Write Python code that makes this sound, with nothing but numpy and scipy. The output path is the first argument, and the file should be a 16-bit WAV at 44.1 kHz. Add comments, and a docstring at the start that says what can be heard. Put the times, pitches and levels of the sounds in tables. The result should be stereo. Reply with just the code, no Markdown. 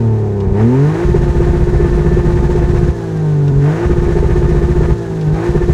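"""A straight-six with a loud exhaust is revved at standstill, heard from the driver's seat.
Sines at multiples of the engine's cycle rate make its note; shaped noise makes rasp and intake hiss.
Three times it falls on a closed throttle, climbs again and bounces off the rev limiter: there each
fuel cut thumps and each catch barks, as clicks that set exhaust and cabin resonances ringing.
Faint ticks and a low rumble, both of noise, lie beneath."""
import sys
import numpy as np
from scipy import signal
from scipy.fft import rfft, irfft, next_fast_len
from scipy.io import wavfile

SR = 44100
rng = np.random.default_rng(int(sys.argv[2]) if len(sys.argv) > 2 else 0)


def generate_wav(signal):
    """Clip the signal to [-1, 1] and save it as 16-bit WAV at the path in sys.argv[1]."""
    frames = np.transpose(np.atleast_2d(signal))
    scaled = np.clip(frames, -1, 1) * 32767
    pcm = np.round(scaled).astype(np.int16)
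    wavfile.write(sys.argv[1], SR, pcm)


N = 252693
TIME = np.arange(N) / SR   # seconds

# Exhaust burbles as the throttle reopens. Each row: time in seconds, level in dB against a fuel cut.
BURBLES = [(.471, -3.5), (0.509, -0.5), (3.517, -11), (3.559, -2.5), (3.578, -6), (5.276, -7),
           (5.328, -3.5)]
# How wide the sound is at each pitch. Each row: pitch in Hz, side level minus middle level in dB.
WIDTH = [(30, -21), (125, -16), (300, -12), (600, -6), (1200, -3), (2200, 2), (4000, -.5), (15000, 0)]
# Stabs of the accelerator. Each row: fuel returns, throttle opens, first fuel cut and throttle closes,
# all in seconds, then limiter period in seconds, opening roar in dB.
STABS = [(.43, 0.529, 1.049, 2.89, .0638, 6.5), (3.53, 3.595, 3.856, 4.925, .0655, 0.5),
         (5.27, 5.322, 5.491, 5.75, .071, -1.5)]

# Four-stroke cycles per second at the start and on the limiter
START_HZ, LIMIT_HZ = 38.5, 58.6
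# Rate at which the unfuelled engine's speed dies away, per second
DRAG_PER_S = 0.375
# The crank picks up this long after the throttle opens; the limiter acts this long after top speed
PICKUP_S, LIMITER_WAIT_S = 0.02, 0.02
# Unsteadiness as a share of crank speed: always, extra on the limiter, extra at a burble
WOBBLE, LIMITER_WOBBLE, BURBLE_WOBBLE = 0.0014, 0.00697, 0.0251
# Load from 0 to 1 when coasting, pulling freely and on the limiter, and the time it takes to follow
COAST_LOAD, PULL_LOAD, LIMITER_LOAD, LOAD_LAG_S = 0.31, 0.77, 0.54, 0.027

# Each bounce is a short burn ended by a fuel cut: its usual length, timing scatter and shortest length
BURN_S, CATCH_JITTER_S, CUT_JITTER_S, SHORTEST_BURN_S = 0.025, 0.0055, 0.004, 0.008
# Strength of an ordinary catch and its scatter
BARK_DB, BARK_SCATTER_DB = -2, 2.5

# A throttle snapped open roars loudest after this long; shares of that roar in each layer
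ROAR_S, ROAR_IN_RASP, ROAR_IN_ORDERS, ROAR_IN_HISS = 0.075, 0.86, 0.8, 0.34
# Rasp: level at top speed without load, gain at full power, gain per octave of speed
RASP_DB, RASP_POWER_DB, RASP_DB_PER_OCTAVE = -42.5, 24, -1.5
# Intake hiss: level at top speed without load, gain at full load, gain per octave of speed
HISS_DB, HISS_LOAD_DB, HISS_DB_PER_OCTAVE = -49, 8, 8
# How strongly the alternation of burn and fuel cut moves the rasp and the firing note
RASP_CHOP_DB, FIRING_CHOP_DB = 5.5, 7

# Sound waves per cycle: one three-cylinder bank, and all six cylinders
ORDER_BANK, ORDER_FIRING = 3, 6
# What the boom and the firing note gain from no load to full load
BOOM_LOAD_DB, FIRING_LOAD_DB = 4.5, 17
# How far bank orders stand out: always, extra in the treble, at full load in the bass and in the treble
BANK_DB, BANK_TREBLE_DB, BANK_LOAD_DB, BANK_TREBLE_LOAD_DB = 3.5, 3.5, 11, 1

RIGHT_LAG = 5       # samples by which the sound reaches the right side later
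CUTOFF_HZ = 15760   # top of the finished sound
FADE_IN_S = 0.004   # avoids a click at the start


def from_db(db):
    """Turn decibels into a gain."""
    return 10 ** (np.asarray(db) / 20)


def rms_one(x):
    """Scale to an rms (average strength) of 1."""
    return x / np.sqrt(np.mean(x ** 2) + 1e-20)


def at_hz(points, hz):
    """Read a table of pitch and value, with pitch on a log scale."""
    known_hz, value = np.transpose(points)
    return np.interp(np.log(hz), np.log(known_hz), value)


def drift(rate):
    """Smooth random wander of spread 1; a higher rate wanders faster."""
    step = 40   # samples between the computed points
    r = np.exp(-2 * np.pi * step * rate / SR)
    noise = rng.standard_normal(N // step + 2002)
    slow = signal.lfilter([1], [1, -2 * r, r * r], noise)[2000:]   # drop the filter's settling
    return np.interp(np.arange(N) / step, np.arange(len(slow)), rms_one(slow))


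def lag(x, seconds):
    """Follow a signal with a delay that dies away exponentially."""
    r = np.exp(-1 / (seconds * SR))
    return signal.lfilter([1 - r], [1, -r], x + 1e-18)


def clicks(times, gains):
    """Place single-sample clicks at the given times."""
    at = np.clip(np.round(np.asarray(times) * SR).astype(int), 0, N - 1)
    return np.bincount(at, gains * np.ones(len(at)), N)


def ring(kicks, hz, t60):
    """A click of height 1 sets a sine of height 1 ringing, which falls by 60 dB in t60 seconds."""
    r = np.exp(-np.log(1000) / (t60 * SR))
    w = 2 * np.pi * hz / SR
    return signal.lfilter([0, np.sin(w)], [1, -2 * r * np.cos(w), r * r], kicks + 1e-18)


def tone(turns, apart):
    """A sine of rms 1 whose phase differs between the ears."""
    phase = 2 * np.pi * (turns % 1) + apart * np.array([[1], [-1]])
    return np.sqrt(2) * np.cos(phase.astype(np.float32))


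def cabin_noise(spectrum, gate=1, lift_db=np.zeros_like):
    """Gated noise, coloured by a spectrum and resonances; the cabin spreads its treble between the ears."""
    size = next_fast_len(N)
    hz = np.maximum(np.fft.rfftfreq(size, 1 / SR), 1)
    lowest_hz, highest_hz = spectrum[0][0], spectrum[-1][0]
    skirts = np.minimum(1, np.minimum(hz / lowest_hz, highest_hz / hz)) ** 4   # fade beyond the table
    colour = from_db(at_hz(spectrum, hz) + lift_db(hz)) * skirts
    mid, side = rfft(rng.standard_normal((2, N)) * gate, size) * colour
    mid = irfft(mid, size)[:N]
    side = irfft(side * from_db(at_hz(WIDTH, hz)), size)[:N]
    return (mid + side * [[1], [-1]]) / np.std(mid)


def pipe_lift_db(hz):
    """Fixed pipe resonances lift whatever glides through them."""
    # Each row: centre in Hz, width in Hz, lift in dB.
    rasp_peaks = [(906, 66, 5.5), (1069, 78, 4), (1229.4, 33, 9), (1497, 130, 5.5), (1800, 61, 4.5)]
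    return sum(db / (1 + (2 * (hz - centre) / width) ** 2) for centre, width, db in rasp_peaks)


def crank_speed():
    """The engine coasts down against drag, hangs as fuel returns, then climbs evenly to the limiter."""
    speed = START_HZ * np.exp(-DRAG_PER_S * TIME)
    for fuelled, opens, first_cut, closes, _, _ in STABS:
        caught_hz = np.interp(fuelled, TIME, speed)
        climb = np.interp(TIME, [opens + PICKUP_S, first_cut - LIMITER_WAIT_S], [caught_hz, LIMIT_HZ])
        coast = np.exp(-DRAG_PER_S * np.maximum(TIME - closes, 0))
        speed = np.where(TIME < fuelled, speed, climb * coast)
    return speed


def engine_load():
    """Load is high during a climb, held back by the limiter, low on a closed throttle."""
    extra = np.zeros(N)
    for _, opens, first_cut, closes, _, _ in STABS:
        extra[(TIME > opens) & (TIME < first_cut)] = PULL_LOAD - COAST_LOAD
        extra[(TIME >= first_cut) & (TIME < closes)] = LIMITER_LOAD - COAST_LOAD
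    return COAST_LOAD + lag(extra, LOAD_LAG_S)


def opening_roar_db():
    """A throttle snapped open roars at once and settles again."""
    level_db = 0
    for _, opens, _, _, _, roar_db in STABS:
        age = (np.maximum(TIME - opens, 0) / ROAR_S) ** 2.3
        level_db = level_db + roar_db * age * np.exp(1 - age)
    return level_db


def on_limiter():
    """One while the limiter acts, otherwise zero."""
    return sum((TIME > first_cut) & (TIME < closes + period)
               for _, _, first_cut, closes, period, _ in STABS)


def limiter_catches():
    """The engine catches and is cut again, not quite evenly: rows of start s, burn length s, bark dB."""
    # The hardest catches. Each row: start in seconds, bark in dB.
    hard_catches = [(1.144, 6.5), (1.4, 6), (1.843, 3), (2.167, 4.5), (3.899, 6), (4.807, 5), (5.547, 2),
                    (5.682, 4)]
    beats = np.concatenate([first_cut + period * np.arange(1, round((closes - first_cut) / period) + 1)
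                            for _, _, first_cut, closes, period, _ in STABS])
    early, late, strength = rng.standard_normal((len(beats), 3)).T
    start = beats - BURN_S + CATCH_JITTER_S * early
    bark_db = BARK_DB + BARK_SCATTER_DB * strength
    for s, db in hard_catches:
        nearest = np.argmin(np.abs(beats - BURN_S - s))
        start[nearest], bark_db[nearest] = s, db
    length = np.maximum(beats + CUT_JITTER_S * late - start, SHORTEST_BURN_S)
    return np.transpose([start, length, bark_db])


def limiter_flutter(burns, delay, burn, stretch, soften):
    """Positive while the cylinders burn, negative while fuel is cut, near zero away from the limiter."""
    since = TIME - delay
    burning = sum(from_db(0.18 * db) * ((since > s) & (since < s + burn + stretch * length))
                  for s, length, db in burns)
    return lag(lag(on_limiter() * (burning - 0.55), soften), soften)


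def rumble():
    """A steady low rumble of noise."""
    # Each row: pitch in Hz, relative level in dB.
    rumble_colour = [(20, -14.5), (45, 2.5), (110, -3.5), (250, -4.5), (500, -18)]
    return from_db(-28) * cabin_noise(rumble_colour)


def ticks(decay=0.0079):
    """Short faint ticks in the cabin: bursts of treble noise that die away within hundredths of a second."""
    # Each row: time in seconds, level in dB.
    tick_list = [(0.403, -37), (3.48, -36), (5.2117, -36)]
    s, db = np.transpose(tick_list)
    envelope = lag(clicks(s, from_db(db)), decay) * decay * SR   # each starts at its full level
    return envelope * cabin_noise([(2600, -1), (3800, -2.0), (5000, -5.5), (8000, -17.0), (10000, -26)])


def rasp_level_db(cycle_hz, load):
    """The rasp grows with power, which is load times speed."""
    speed = cycle_hz / LIMIT_HZ
    power_db = RASP_POWER_DB * load * speed
    return RASP_DB + power_db + RASP_DB_PER_OCTAVE * np.log2(speed) + ROAR_IN_RASP * opening_roar_db()


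def gas_noise(cycles, cycle_hz, load, burns):
    """Each firing lets out a puff of turbulent gas; the intake hisses more with load and speed."""
    # Colours of the two noises. Each row: pitch in Hz, relative level in dB.
    rasp_colour = [(220, -1), (320, 4), (430, 3.5), (570, -0.5), (700, 2.5), (820, -3.5), (1000, -4.5),
                   (1340, -9), (1800, -7), (2150, -12.5), (2500, -15.5)]
    hiss_colour = [(2000, -21), (2600, -0.5), (3200, 1), (3900, 3.5), (4800, -0.5), (6500, 0.5), (8000, -5),
                   (10000, -11), (13000, -19), (15700, -22)]
    turn = 2 * np.pi * cycles
    puffs = from_db(1.9 * np.cos(ORDER_FIRING * turn) + 0.37 * np.cos(ORDER_BANK * turn)
                    + 0.45 * np.cos(turn))
    chug = limiter_flutter(burns, delay=0.0013, burn=0.019, stretch=0.83, soften=0.0028)
    rasp_db = rasp_level_db(cycle_hz, load) + RASP_CHOP_DB * chug + 0.72 * drift(33)
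    rasp = from_db(rasp_db) * cabin_noise(rasp_colour, puffs, pipe_lift_db)
    hiss_db = (HISS_DB + HISS_LOAD_DB * load + ROAR_IN_HISS * opening_roar_db()
               + HISS_DB_PER_OCTAVE * np.log2(cycle_hz / LIMIT_HZ) + 1.5 * chug + 0.75 * drift(30))
    hiss = from_db(hiss_db) * cabin_noise(hiss_colour, puffs ** 0.25)
    # rasp leans left, hiss leans right
    return rasp * from_db([[0.6], [-0.6]]) + hiss * from_db([[-0.8], [0.8]])


def exhaust_thumps(burns, scatter_db=1.7, bark_above_hz=300):
    """A catch kicks the gas outwards, a fuel cut sucks it back; neighbouring modes swing oppositely."""
    # Exhaust and cabin resonances. Each row: pitch in Hz, ringing time (60 dB fall) in seconds,
    # level in dB on a fuel cut, level in dB on a catch.
    pipe_modes = [(50.7, 0.078, -0.5, -2.5), (73.6, 0.085, -2, -11), (112.7, 0.34, -28.5, -16),
                  (144.6, 0.13, -7.5, -9), (161.6, 0.15, -19.5, -8.5), (196.3, 0.21, -19, -31),
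                  (238.5, 0.12, -40, -20), (350, 0.13, -28, -23), (400, 0.092, -25, -13.5),
                  (487.6, 0.21, -33, -26.5)]
    start, length, bark_db = np.transpose(burns)
    burble_s, burble_db = np.transpose(BURBLES)
    cut_s = np.r_[start + length, [first_cut for _, _, first_cut, *_ in STABS]]
    out = np.zeros((2, N))
    for k, (hz, t60, cut_db, catch_db) in enumerate(pipe_modes):
        bark = hz > bark_above_hz   # the bark strength acts on the upper modes alone
        spread_db = scatter_db * (2 if bark else 1)
        catch_levels_db = catch_db + bark * bark_db + rng.normal(0, spread_db, len(start))
        catches = clicks(start, from_db(catch_levels_db))
        cuts = clicks(cut_s, from_db(cut_db + rng.normal(0, spread_db, len(cut_s))))
        burbles = clicks(burble_s, from_db(cut_db + burble_db))
        pan_db = 0.8 if bark else -0.35
        out += (-1) ** k * ring(catches - cuts - burbles, hz, t60) * from_db([[pan_db], [-pan_db]])
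    return out


def boom_and_firing(cycles, cycle_hz, load, flutter):
    """The two main notes, bank boom and six-cylinder firing, swell as they glide through resonances."""
    # Levels at half load. Each row: pitch of the note in Hz, level in dB.
    boom_levels = [(103, -16.5), (112, -9.5), (122, -16), (142, -9.5), (152, -11), (160, -17), (168, -26.5),
                   (176, -27.5)]
    firing_levels = [(200, -19.5), (212, -23), (230, -14.5), (255, -17.5), (285, -24), (318, -30.5),
                     (338, -23), (352, -20)]
    boom_db = (at_hz(boom_levels, ORDER_BANK * cycle_hz) + BOOM_LOAD_DB * (load - 0.5)
               + 0.29 * drift(24))
    firing_db = (at_hz(firing_levels, ORDER_FIRING * cycle_hz) + FIRING_LOAD_DB * (load - 0.5)
                 + FIRING_CHOP_DB * flutter)
    boom = from_db(boom_db) * tone(ORDER_BANK * cycles, apart=0.042)
    firing = from_db(firing_db) * tone(ORDER_FIRING * cycles, apart=-0.26)
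    return boom * from_db([[-0.5], [0.5]]) + firing * from_db([[1.9], [-1.9]])


def engine_orders(cycles, cycle_hz, load, flutter, count=40):
    """Sines at multiples of the cycle rate; every third, the bank rhythm, stands out, more under load."""
    # Levels of the orders beside the two main notes. Each row: pitch in Hz, level in dB.
    order_levels = [(30, -42.5), (52, -40.5), (70, -27), (112, -24.5), (150, -27.5), (200, -47), (290, -47),
                    (385, -24.5), (470, -36), (560, -51), (900, -50.5), (1250, -68), (1750, -57),
                    (2400, -70.5)]
    # What the bank orders gain without load. Each row: pitch in Hz, lift in dB.
    coast_lines = [(480, 0), (620, 10), (900, 3), (1200, 1.5), (1500, 6)]
    out = boom_and_firing(cycles, cycle_hz, load, flutter)
    grid_hz = np.geomspace(20, 3000, 600)
    body_db = at_hz(order_levels, grid_hz) + pipe_lift_db(grid_hz)
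    roar_db = ROAR_IN_ORDERS * opening_roar_db()
    coasting = (1 - load) ** 2
    for k in range(1, count):
        if k in (ORDER_BANK, ORDER_FIRING):
            continue
        hz = k * cycle_hz
        high = np.interp(hz, [450, 1100], [0, 1])   # 0 in the bass, 1 in the treble
        if k % ORDER_BANK == 0:
            loaded_db = BANK_LOAD_DB * (1 - high) + BANK_TREBLE_LOAD_DB * high
            accent_db = (BANK_DB + BANK_TREBLE_DB * high + coasting * at_hz(coast_lines, hz)
                         + loaded_db * load ** 2)
        else:
            accent_db = -1.5 * load - 4 * high * (1 - load)
        # combustion makes the high orders uneven; on a closed throttle they run cleaner
        unsteady = (0.3 + 0.7 * high) * (0.35 + 0.65 * load)
        level_db = (np.interp(hz, grid_hz, body_db) + accent_db + high * roar_db + 3.25 * flutter
                    + 6.97 * unsteady * drift(13))
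        turns = k * cycles + rng.random() + 0.16 * unsteady * drift(16)
        apart = np.arctan(from_db(at_hz(WIDTH, hz))) * rng.choice([-1, 1])
        out = out + from_db(level_db) * tone(turns, apart)
    return out


def scene():
    """Crank speed, load and the limiter drive the engine layers; ticks and rumble are added."""
    # the crank shudders at each burble
    stumble = sum(np.exp(-((TIME - s) / 0.03088) ** 2) for s, db in BURBLES)
    wobble = WOBBLE + LIMITER_WOBBLE * on_limiter() + BURBLE_WOBBLE * stumble
    cycle_hz = crank_speed() * (1 + wobble * drift(22.55))
    cycles = np.cumsum(cycle_hz) / SR
    load, burns = engine_load(), limiter_catches()
    flutter = limiter_flutter(burns, delay=-0.0063, burn=0.015, stretch=0.61, soften=0.0013)
    background = rumble() + ticks()
    exhaust = gas_noise(cycles, cycle_hz, load, burns) + exhaust_thumps(burns)
    left, right = background + exhaust + engine_orders(cycles, cycle_hz, load, flutter)
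    return np.array([left, np.r_[np.zeros(RIGHT_LAG), right[:-RIGHT_LAG]]])


def record(dry):
    """The sound fades in, the lowest bass is shed, the loudest peaks are rounded, the top is cut."""
    top = 0.92   # height that the rounded peaks approach
    faded = dry * np.minimum(TIME / FADE_IN_S, 1)
    x = signal.sosfilt(signal.butter(1, 10, "high", fs=SR, output="sos"), faded)
    rounded = x / (1 + (x / top) ** 6) ** (1 / 6)
    return signal.sosfilt(signal.ellip(10, 0.1, 80, CUTOFF_HZ, fs=SR, output="sos"), rounded)


dry = scene()
out = record(dry)
generate_wav(out)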